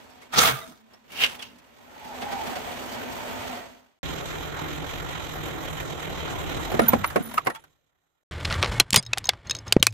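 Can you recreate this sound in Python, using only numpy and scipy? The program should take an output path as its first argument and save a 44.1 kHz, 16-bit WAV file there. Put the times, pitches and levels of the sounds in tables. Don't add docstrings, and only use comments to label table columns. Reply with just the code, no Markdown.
import sys
import numpy as np
from scipy import signal
from scipy.fft import rfft, irfft, next_fast_len
from scipy.io import wavfile

SR = 44100
rng = np.random.default_rng(int(sys.argv[2]) if len(sys.argv) > 2 else 0)


def how_loud(loudness_db):
    steps = np.asarray(loudness_db, float) / 20
    return 10 ** steps


def persist_wave(psi):
    counts = np.round(np.clip(psi, -1, 1) * 32767).astype(np.int16)
    wavfile.write(sys.argv[1], SR, np.atleast_2d(counts).T)


N = 437913

# time_s, level_db
CUP_TEARS = [
    [(0.3, -90), (0.338, -31.5), (0.372, -23.5), (0.389, -13.5), (0.41, -18), (0.498, -22), (0.542, -35),
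     (0.82, -68)],
    [(1.08, -60.5), (1.244, -17), (1.28, -40), (1.36, -45), (1.384, -60), (1.4, -50), (1.42, -43),
     (1.51, -57.5), (1.8, -103.5)],
]
# freq_hz, density_db_per_hz
CUP_TONE = [(35, -28.5), (60, -6), (280, -5.5), (345, -11.5), (467, -1), (525, -20.5), (604, -5.5),
            (1010, -10), (1190, -13.5), (1650, -11.5), (13100, -16.5), (15800, -16)]
# freq_hz, width_hz, gain_db
CUP_WALLS = [
    [(1270, 220, 11), (3550, 500, 5), (6200, 300, 4)],
    [(2950, 800, 10), (5800, 700, 3)],
]
# bass_db, bass_rise_db_per_db_faded, treble_db, treble_rise_db_per_db_faded
CUP_SHARES = [
    (-8, 0.1854, -8.5, 0.0071),
    (-18.5, .5, -13.5, 0.1156),
]
# start_s, peak_db, bass_db, t60_s, ring_hz
SHARDS = [
    (0.1, -52, -30, 0.08, 5500),
    (0.219, -49.5, -7, 0.12, 2200),
    (0.9347, -50, -8, 0.072, 5550),
    (1.1194, -42.5, -15, 0.13, 2290),
    (1.394, -26.5, -16, 0.04, 3470),
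    (1.4252, -14.5, -42, 0.034, 3100),
    (1.5847, -46, -24, 0.063, 2650),
]
# start_s, length_s, pitch_hz, level_db
PIECES = [(0.05, 0.22, 735, -59), (0.365, 0.05, 500, -30), (0.41, 0.09, 1270, -32), (0.44, 0.07, 660, -37),
          (0.49, 0.09, 130, -37), (0.5, 0.16, 1200, -46), (0.55, 0.17, 660, -49), (0.6, 0.5, 222, -61),
          (6.76, 0.3, 232, -35), (7.15, 0.25, 232, -41)]
# start_s, length_s, pitch_hz,
# level_db
SHIVERS = [(.34, .04, 1350, -33), (.372, 0.035, 796, -25), (.372, 0.028, 1150, -22), (.41, .07, 1150, -29),
           (2.9, .8, 900, -46.5), (.385, 0.027, 3600, -34), (.4, .05, 6200, -38), (.41, .03, 3300, -32),
           (.44, 0.028, 2100, -30), (.5, 0.073, 1250, -43), (.57, 0.033, 4750, -50), (.6, .045, 2000, -50),
           (.61, 0.044, 3750, -50), (.65, 0.096, 250, -47.5), (1.11, .06, 2400, -49),
           (1.15, .05, 2700, -44), (1.3, .03, 5000, -54), (1.31, .04, 950, -48), (1.365, .03, 850, -48),
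           (1.395, 0.016, 3300, -43), (1.4, .25, 240, -58)]
# start_s, peak_db
GRIT = [(2.048, -31.5), (2.222, -19.5), (2.325, -19.5), (2.469, -19.5), (2.559, -19), (2.949, -27)]
# time_s, hum_db, hum_hz
SLIP = [(1.77, -64.5, 784), (2.24, -37, 820), (2.46, -34, 838), (2.59, -44, 735.4), (3.38, -45.5, 704.4),
        (3.53, -40, 678), (3.76, -54, 632), (3.99, -94, 614)]
# pitch_ratio, level_db, width_hz
STRANDS = [
    (1, 0.5, 90),
    (0.86, -7, 50),
    (1.09, -6, 90),
]
# time_s, engine_db
ROLL = [(0.0, -53.5), (0.29, -58.5), (0.39, -40), (0.6, -60.5), (0.85, -67), (0.93, -60.5), (1.02, -66),
        (1.24, -44), (1.52, -61.5), (1.77, -59), (2.24, -42.5), (2.46, -39), (2.59, -41), (3.53, -39.5),
        (3.76, -57), (3.99, -77.5)]
# freq_hz, density_db_per_hz
ROLL_TONE = [(15, -42.5), (25, -17), (82, -5), (194, -10.5), (248, 0.5), (291, -9), (637, -11), (1120, -17),
             (1780, -18.5), (3700, -22.5), (4500, -25.5), (8050, -25.5), (9720, -33), (14600, -23),
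             (15800, -40.5)]
# pitch_hz, level_db
WHINES = [(253, -45.5), (1351, -57), (2030, -55.5), (3050, -58), (6379, -60.5), (8123, -62), (12764, -68.5)]

# start_s, peak_db, bass_db, t60_s, ring_hz
POPS = [(6.716, -28.5, -5.5, 0.087, 860), (6.741, -22, -2, 0.044, 760), (6.793, -6, -8.5, 0.041, 730),
        (6.817, -35, 6, 0.12, 1400),  (6.884, -27.5, -21, 0.068, 869), (6.921, -32, -25, 0.05, 2530),
        (6.933, -13, -4.5, 0.05, 827), (7.036, -35, -30, 0.04, 1300), (7.043, -4.5, -46, 0.028, 1360),
        (7.102, -32, -56, 0.093, 1330), (7.159, -13.5, -5, 0.057, 730), (7.207, -35, -20, 0.05, 1500),
        (7.311, -37, -26, 0.075, 1050), (7.339, -34.5, -27, 0.15, 1120), (7.372, -30, -37, 0.045, 1200),
        (7.38, -7, -47, 0.027, 1350), (7.449, -38, -30, 0.043, 2000), (7.461, -28, -15, 0.05, 810),
        (7.469, -14, -12.5, 0.058, 1124), (7.499, -27.5, -18, 0.071, 1920),
        (7.548, -36.5, -51.5, 0.099, 1370), (7.557, -35, -50, 0.06, 3400), (7.639, -46, -31, 0.056, 1570)]
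# start_s, upper_db, lower_db, t60_s
GLASS = [(6.8, -42.5, -28.5, 0.26), (6.893, -16, -30, 0.09), (6.883, -45, -30, 0.15),
         (6.978, -34, -60.5, 0.13), (7.057, -33, -25, 0.13), (7.072, -20.5, -60, 0.07),
         (7.16, -51, -39, 0.17), (7.224, -35, -30, 0.33), (7.25, -41, -34, 0.22), (7.335, -29, -35, 0.12),
         (7.446, -38, -36, 0.15), (7.474, -55, -35, 0.19), (7.59, -66, -55, 0.23)]
# upper_hz, lower_hz
GLASS_HZ = (13950, 10000)
# upper_db, lower_db
GLASS_LEAN_DB = (6, -2.3)
# start_s, length_s, right_db, left_db, beat_hz
PING = (6.881, 0.016, -3.5, -11.5, 140)
# start_s, length_s, pitch_hz, level_db
HOUSINGS = [(6.81, 0.027, 1400, -38), (6.815, .035, 224, -23), (6.86, .06, 900, -37),
            (6.865, 0.021, 1540, -36), (6.93, 0.014, 1050, -21), (6.95, .02, 250, -31),
            (6.75, .45, 95, -40), (7.04, .012, 1100, -26), (7.04, .012, 2100, -26),
            (7.157, .02, 1102, -24.5), (7.375, .014, 1248, -14), (7.376, .01, 2750, -29),
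            (7.466, .02, 2100, -28.5), (6.98, 0.066, 201, -34), (7.2, .018, 220.7, -26),
            (7.32, 0.062, 237, -44), (7.39, 0.026, 1150, -38), (7.488, 0.014, 300, -30),
            (7.52, .08, 897, -48)]
# time_s, engine_db, firing_hz
IDLE = [(4.031, -38.5, 39.4), (5.1, -40, 46), (5.4, -39.5, 41), (6.0, -40, 40.3), (6.6, -37.5, 36.4),
        (6.826, -38, 47), (7.432, -53, 39.6), (7.786, -78.5, 36), (8.235, -86.5, 35)]
# freq_hz, density_db_per_hz
IDLE_TONE = [(15, -41.5), (25, -9.5), (76, 1), (123, -4.5), (157, -1), (205, -10.5), (284, -5.5),
             (1010, -13.5), (1280, -16), (3780, -20), (4820, -34.5), (6850, -24), (9720, -42.5),
             (12700, -28), (15800, -38.5)]
# freq_hz, width_hz, gain_db
DRONES = [(157.5, 17, 7.5), (286, 31, 4), (1380, 112, 4.5)]

# start_s, peak_db, bass_db, t60_s, ring_hz
SNAPS = [(8.32, -36.5, -25, 0.046, 2340), (8.4092, -34.5, -20, 0.044, 1750), (8.4482, -22, -45, 0.04, 3000),
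         (8.4525, -14, -39, 0.038, 4270), (8.5, -28, -30, 0.06, 3000), (8.5077, -30.5, -13, 0.11, 1430),
         (8.5255, -15.5, -32, 0.03, 2460), (8.5417, -23.5, -25, 0.03, 1920), (8.6277, -8, -18, 0.025, 1220),
         (8.6346, -21.5, -6.5, 0.031, 1360), (8.6442, -22.5, -18, 0.087, 1400),
         (8.6597, -23, -19, 0.033, 1660), (9.1332, -5, -34, 0.022, 2700), (9.1746, -16, -24, 0.022, 2050),
         (9.2912, 7, -33.5, 0.017, 2140), (9.334, -39.5, -10, 0.049, 1130),
         (9.7657, -31.5, 1.5, 0.024, 1047)]
# start_s, peak_db, bass_db, t60_s, ring_hz
CRACKS = [(8.799, 0, -22, 0.033, 3310), (8.9056, -13, -57, 0.012, 9150), (8.9275, -24, -25, 0.03, 3000),
          (8.9312, -7, -42, 0.017, 3700), (8.9426, -17, -14, 0.092, 3670), (8.96, -3, -51, 0.057, 5020),
          (8.9646, -26.5, -8, 0.11, 3380), (9.0268, -39, -30, 0.03, 5960), (9.1822, -18, -44, 0.026, 3840),
          (9.7242, -1.5, -28, 0.021, 4920), (9.8271, 10.5, -26, 0.011, 3370), (9.868, 0, -26, 0.016, 2470),
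          (9.9254, -46.5, -23, 0.042, 2730)]
# start_s, peak_db, push_s
THUMPS = [
    (8.93, -18.5, 0.001),
    (8.967, -22, 0.0013),
    (9.7659, 0.5, 0.00058),
    (9.803, -22, 0.0014),
]
# start_s, peak_db
TICKS = [(9.032, -36), (9.051, -39), (9.064, -26), (9.2423, -24), (9.255, -20), (9.27, -24),
         (9.4705, -33.5), (9.4968, -17), (9.5096, -11), (9.529, -42), (9.5503, -19), (9.5662, -28),
         (9.587, -30), (9.6797, -27.5), (9.798, -33), (9.9059, -42)]
# freq_hz, level_db, t60_s
SHELL = [(2530, -39, 0.055), (3055, -38, 0.034), (3800, -5, 0.056), (4260, -8, 0.055), (4780, -26, 0.021),
         (5180, 1.5, 0.025), (6400, 10, 0.016), (7410, -26, 0.035), (8540, -38, 0.1)]
# freq_hz, level_db, t60_s
LID = [(2180, -26.5, 0.97), (3410, -16, 0.065), (3962, -14.5, 0.048), (4920, -17, 5.0), (6481, -25, 5.0),
       (7160, -13, 0.39), (7200, 2, 0.017), (7483, -9, 0.021), (8231, -18.5, 0.13), (8667, -20, 0.34),
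       (8796, -19, 0.26), (10020, -11.5, 0.0385)]
# start_s, peak_db, damped_after_s
LID_HIT = (8.975, -7.5, 0.024)
# start_s, length_s, pitch_hz, level_db
PANELS = [(8.505, .015, 1400, -27), (8.74, 0.064, 2180, -44), (8.798, .014, 4100, -17),
          (8.959, .012, 5000, -18), (8.93, .075, 159, -27), (9.13, 0.0094, 2576, -19.5),
          (9.17, 0.011, 810, -34), (9.24, 0.048, 1000, -47), (9.288, 0.01, 745, -21.5),
          (9.295, 0.014, 3440, -30.5), (9.51, .012, 2600, -32.5), (9.77, 0.087, 551, -46),
          (9.875, 0.018, 2500, -36.5)]
# time_s, level_db
GRIND = [(8.311, -45.5), (8.41, -44.5), (8.5, -37), (8.6, -40), (8.7, -38), (8.8, -40.5), (8.85, -59),
         (9.026, -64), (9.12, -55), (9.292, -53), (9.44, -62), (9.46, -50.5), (9.59, -53), (9.655, -59.5),
         (9.672, -42), (9.704, -50.5), (9.93, -65)]
# freq_hz, density_db_per_hz
GRIND_TONE = [(15, -34), (25, -9), (113, -2), (144, -8.5), (222, -16), (955, -19.5), (1060, -18.5),
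              (1930, -20.5), (4330, -29.5), (6140, -40), (7420, -39.5), (15800, -60.5)]
# time_s, pitch_hz, level_db
GROAN = [(8.32, 79.9, -35), (8.55, 80.5, -28), (8.7, 113.3, -38), (8.79, 117.5, -25), (8.86, 122.5, -55),
         (8.966, 126.2, -36), (9.15, 112.2, -46), (9.35, 71.5, -43.5), (9.43, 90.1, -64),
         (9.5, 110.2, -42.5), (9.93, 107.1, -36)]

# freq_hz, left_minus_right_db
LEAN = [(60, 1.5), (240, -1.5), (950, -2.5), (3770, -7), (15000, -4.5)]
TYRE_HZ = 239.3


def cracks(out, events, bright_db, dulls, rise_s, snap_db, ring_db, tail_db, tyre_db,
           low_hz, high_hz, top_hz, boost_db, channels, air_db=0):
    t = np.arange(4096) / SR

    def tone(f):
        rolloff_db = -12 * np.log2(1 + (170 / f) ** 2) - 6 * np.log2(1 + (f / top_hz) ** 6)
        return rolloff_db + air_db / (1 + (9000 / f) ** 4)

    sides = np.array([[-1], [1]]) * (channels - 1)
    for s, db, bass_db, t60, ring_hz in events:
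        burst = 0
        treble_db = bright_db - dulls * db
        for hz, x in bands(rng.standard_normal((channels, len(t))), tone, count=9):
            dies = t / (t60 * (3000 / hz) ** 0.33)
            tail = how_loud(tail_db - 60 * t / 0.27 * (2.5 + hz / 7000))
            fade = how_loud(snap_db - 179 * dies) + how_loud(-60 * dies) + tail
            rise = 1 - np.exp(-(t / (rise_s + 0.046 / hz)) ** 2)
            burst = burst + x * fade * rise * how_loud(shares(hz, bass_db + 14.0, treble_db, low_hz, high_hz))
        piece = ring(burst, ring_hz, t60 * .55)
        burst = burst + how_loud(ring_db) * piece * np.std(burst) / np.std(piece)
        burst = burst + how_loud(tyre_db) * ring(burst, TYRE_HZ, 0.19) * (1 - t / t[-1])
        add(out, s - rise_s / 2, burst * (1 - (t / t[-1]) ** 4) * how_loud(db + boost_db + sides))


def cup_bursts(out):
    for rows, wall, colour in zip(CUP_TEARS, CUP_WALLS, CUP_SHARES):
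        bed(out, rows, lambda f: at_hz(CUP_TONE, f) + peaks(f, wall), colour,
            grain_db=2.5, grain_rate_hz=260, patchy_db=3, low_hz=900, lean=.4)
    sing(out, PIECES, width_hz=35, lean_db=0.5)
    sing(out, SHIVERS, width_hz=170, lean_db=1.2)
    cracks(out, SHARDS, bright_db=-22.5, dulls=0.37, rise_s=0.011, snap_db=-7.5, ring_db=-4.5, tail_db=-35.5,
           tyre_db=-59, low_hz=1400, high_hz=7600, top_hz=16000, boost_db=1.5, channels=2)


def lamp_pops(out):
    cracks(out, POPS, bright_db=-28, dulls=0.272, rise_s=.004, snap_db=5, ring_db=-5.5, tail_db=-18.5,
           tyre_db=-47, low_hz=498, high_hz=2700, top_hz=16000, boost_db=0, channels=2, air_db=7)
    sing(out, HOUSINGS, width_hz=90, lean_db=1.0)


def toy_breaks(out):
    from_s = 8.3
    for events, bright_db, thin_hz in ((SNAPS, -48, 380), (CRACKS, -7, 120)):
        breaks = np.zeros((2, N))
        cracks(breaks, events, bright_db, dulls=0.01, rise_s=0.00018, snap_db=11.0, ring_db=-11.5,
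               tail_db=-28.5, tyre_db=-84, low_hz=1730, high_hz=7720, top_hz=12130, boost_db=-9.5, channels=1)
        thin = signal.butter(4, thin_hz, "high", fs=SR, output="sos")
        clipped = np.tanh(breaks[0, round(from_s * SR):])
        add(out, from_s, signal.sosfilt(thin, clipped + 1e-18))
    sing(out, PANELS, width_hz=120, lean_db=0, channels=1)


def toy_thumps(out):
    t = np.arange(4096) / SR
    for s, db, push_s in THUMPS:
        u = t / push_s - 4
        pulse = -u * np.exp(.5 - u ** 2 / 2) * (.82 + .18 * np.tanh(u))
        rebound = .24 * np.exp(-((u - 6) / 3.5) ** 4)
        add(out, s - 3 * push_s, how_loud(db) * (pulse + rebound))


def shell_ticks(out):
    for s, db in TICKS:
        add(out, s, how_loud(db) * struck(SHELL, 0.85, blow_s=.012, spread_db=4))


def loose_lid(out):
    s, db, lasts_s = LID_HIT
    t = np.arange(4096) / SR
    damping = 1 + np.exp((t - lasts_s) / .0012)
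    add(out, s, how_loud(db) * struck(LID, 1.0, blow_s=0.0027, spread_db=0.5) / damping)


def glass_fragments(out):
    t = np.arange(1, 8192) / SR
    for s, *levels_db, t60 in GLASS:
        envelope_db = -10 - 60 * t / t60 + 20 * np.log10(1 - np.exp(-t / .004))
        for hz, db, lean_db in zip(GLASS_HZ, levels_db, GLASS_LEAN_DB):
            narrow(out, s, db + envelope_db, hz, width_hz=220, lean_db=lean_db, steady=0.5)


def glass_ping(out):
    s, lasts_s, right_db, left_db, beat_hz = PING
    t = np.arange(int(lasts_s * SR)) / SR
    turn = 2 * np.pi * GLASS_HZ[0] * t + [[np.pi / 2], [0]]
    pair = .75 * np.sin(turn) + .25 * np.sin(turn + 2 * np.pi * beat_hz * t + 1.2)
    add(out, s, pair * np.sqrt(np.sin(np.pi * t / lasts_s)) * how_loud(np.array([[left_db], [right_db]])))


def grit_stones(out):
    slip_s, _, slip_hz = np.transpose(SLIP)
    stones = [(s, db, -15, 0.07, np.interp(s, slip_s, slip_hz)) for s, db in GRIT]
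    cracks(out, stones, bright_db=-18, dulls=0.31, rise_s=0.017, snap_db=10.0, ring_db=-6, tail_db=-21,
           tyre_db=-36, low_hz=500, high_hz=4795, top_hz=16000, boost_db=-2.0, channels=2)


def tread_hum(out):
    s, (hum_db, hum_hz) = along(SLIP)
    size = len(hum_hz)
    for ratio, db, width_hz in STRANDS:
        level_db = hum_db + db + 3.1 * drift(14, size)[0]
        pitch_hz = ratio * hum_hz * (1 + .04 * drift(12, size)[0])
        narrow(out, s, level_db, pitch_hz, width_hz, lean_db=1)


def tyre_grind(out):
    bed(out, GRIND, lambda f: at_hz(GRIND_TONE, f), (1.5, 0.05, 5, -0.3),
        grain_db=3.5, grain_rate_hz=140, patchy_db=1.5, low_hz=300, lean=0, channels=1)
    s, (groan_hz, groan_db) = along(GROAN)
    narrow(out, s, groan_db - 4.5, groan_hz, width_hz=22, lean_db=0, steady=1, channels=1)


def engine_roll_by(out):
    bed(out, ROLL, lambda f: at_hz(ROLL_TONE, f), (-8.5, 0.03, -10.5, -0.005),
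        grain_db=1.6, grain_rate_hz=160, patchy_db=1.2, low_hz=400, lean=.55)
    s, (engine_db,) = along(ROLL)
    arrives_db = np.clip(25 * (np.arange(len(engine_db)) / SR - 2.0), -30, 0)
    for hz, db in WHINES:
        level_db = engine_db - engine_db.max() + db + arrives_db * (hz > 500)
        narrow(out, s, level_db, hz, width_hz=10, lean_db=0.5, steady=0.4)


def engine_idle(out):
    s, (engine_db, firing_hz) = along(IDLE)
    throb_db = 2.43 * np.sin(2 * np.pi * np.cumsum(firing_hz) / SR)
    bed(out, IDLE, lambda f: at_hz(IDLE_TONE, f) + peaks(f, DRONES), (-3.5, -0.08, -5.5, 0.2),
        grain_db=1.68, grain_rate_hz=150, patchy_db=2.5, low_hz=402, lean=1, throb_db=throb_db)
    for order, db in ((1, -13.0), (2, -11.0), (3, -12.0)):
        narrow(out, s, engine_db + db, order * firing_hz, width_hz=5.14, lean_db=-2.5)


def bed(out, rows, tone, colour, grain_db, grain_rate_hz, patchy_db, low_hz, lean, throb_db=0, channels=2):
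    s, (level_db, *_) = along(rows)
    faded_db = level_db.max() - level_db
    bass_db = colour[0] + colour[1] * faded_db
    treble_db = colour[2] + colour[3] * faded_db
    size = len(level_db)
    source = rng.standard_normal((channels, next_fast_len(size)))
    grain = grain_db * drift(grain_rate_hz, size) + throb_db
    fine_db = 3.2 * drift(SR / 45, SR)[0]

    def fine_tone(f):
        return tone(f) + fine_db[f.astype(int)] / (1 + 900 / f)

    for hz, x in bands(source, fine_tone, count=12):
        db = level_db + shares(hz, bass_db, treble_db, low_hz, 5500) + patchy_db * drift(24.924, size)
        db = db + grain / (1 + 400 / hz) + lean * at_hz(LEAN, hz) * np.array([[.5], [-.5]])
        add(out, s, x[:, :size] * how_loud(db))


def sing(out, pieces, width_hz, lean_db, channels=2):
    for s, lasts_s, hz, db in pieces:
        swell = np.sin(np.pi * np.linspace(.01, .99, int(lasts_s * SR)))
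        narrow(out, s, db + 20 * np.log10(swell), hz, width_hz, lean_db, steady=0.8, channels=channels)


def narrow(out, s, level_db, hz, width_hz, lean_db, steady=0, channels=2):
    size = len(level_db)
    turn = 2 * np.pi * np.cumsum(hz + 0 * level_db) / SR
    in_phase = (steady + drift(width_hz, size, channels)) * np.sin(turn)
    quadrature = drift(width_hz, size, channels) * np.cos(turn)
    add(out, s, (in_phase + quadrature) * how_loud(level_db + [[-lean_db], [lean_db]]))


def struck(modes, stretch, blow_s, spread_db):
    blow = rng.standard_normal(4096) * how_loud(-60 * np.arange(4096) / SR / blow_s)
    strengths_db = rng.normal(0, spread_db, len(modes))
    x = sum(how_loud(db + k) * ring(blow, hz, t60 * stretch) for (hz, db, t60), k in zip(modes, strengths_db))
    return x / abs(x).max() + 0.1 * np.diff(blow, prepend=0)


def ring(x, hz, t60):
    r, w = how_loud(-60 / (t60 * SR)), 2 * np.pi * hz / SR
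    return signal.lfilter([0, np.sin(w)], [1, -2 * r * np.cos(w), r * r], x + 1e-18)


def bands(source, tone, count):
    hz = np.fft.rfftfreq(source.shape[-1], 1 / SR) + 1
    shape = how_loud(tone(hz)) * (hz < 15800)
    spectrum = rfft(source) * shape / np.sqrt(np.mean(shape ** 2 * (hz > 1200) * (hz < 4000)))
    log_hz = np.log(np.clip(hz, 30, 15000))
    centres = np.linspace(np.log(30), np.log(15000), count)
    for c in centres:
        mask = np.clip(1 - abs(log_hz - c) / (centres[1] - centres[0]), 0, 1)
        yield np.exp(c), irfft(spectrum * mask, source.shape[-1])


def shares(hz, bass_db, treble_db, low_hz, high_hz):
    return bass_db / (1 + (hz / low_hz) ** 4) + treble_db / (1 + (high_hz / hz) ** 4)


def peaks(hz, table):
    return sum(db / (1 + (2 * (hz - f) / w) ** 2) for f, w, db in table)


def at_hz(points, hz):
    freq_hz, db = np.transpose(points)
    return np.interp(np.log(hz), np.log(freq_hz), db)


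def drift(rate_hz, size, channels=1):
    knots = rng.standard_normal((channels, 4000))
    return np.array([np.interp(np.arange(size) * rate_hz / SR, np.arange(4000), k) for k in knots])


def along(rows):
    s, *columns = np.transpose(rows)
    t = np.arange(s[0], s[-1], 1 / SR)
    return s[0], [np.interp(t, s, c) for c in columns]


def add(out, s, x):
    i = int(round(s * SR))
    out[..., i:i + x.shape[-1]] += x[..., :N - i]


def cup_scene(out):
    cup_bursts(out)
    grit_stones(out)
    tread_hum(out)
    engine_roll_by(out)


def lamp_scene(out):
    lamp_pops(out)
    glass_fragments(out)
    glass_ping(out)
    engine_idle(out)


def toy_scene():
    out = np.zeros((2, N))
    toy_breaks(out)
    shell_ticks(out)
    loose_lid(out)
    tyre_grind(out)
    overload = 0.86
    out = overload * np.tanh(out / overload)
    toy_thumps(out)
    return out


def scene():
    out = toy_scene()
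    cup_scene(out)
    lamp_scene(out)
    return out


def band_limit(x):
    return signal.sosfilt(signal.butter(12, 16960, fs=SR, output="sos"), x)


def record(dry):
    top_cut = signal.cheby2(10, 60, 16950, fs=SR, output="sos")
    mix = signal.sosfilt(top_cut, np.clip(dry, -.9, .9))
    return band_limit(mix)


dry = scene()
out = record(dry)
persist_wave(out)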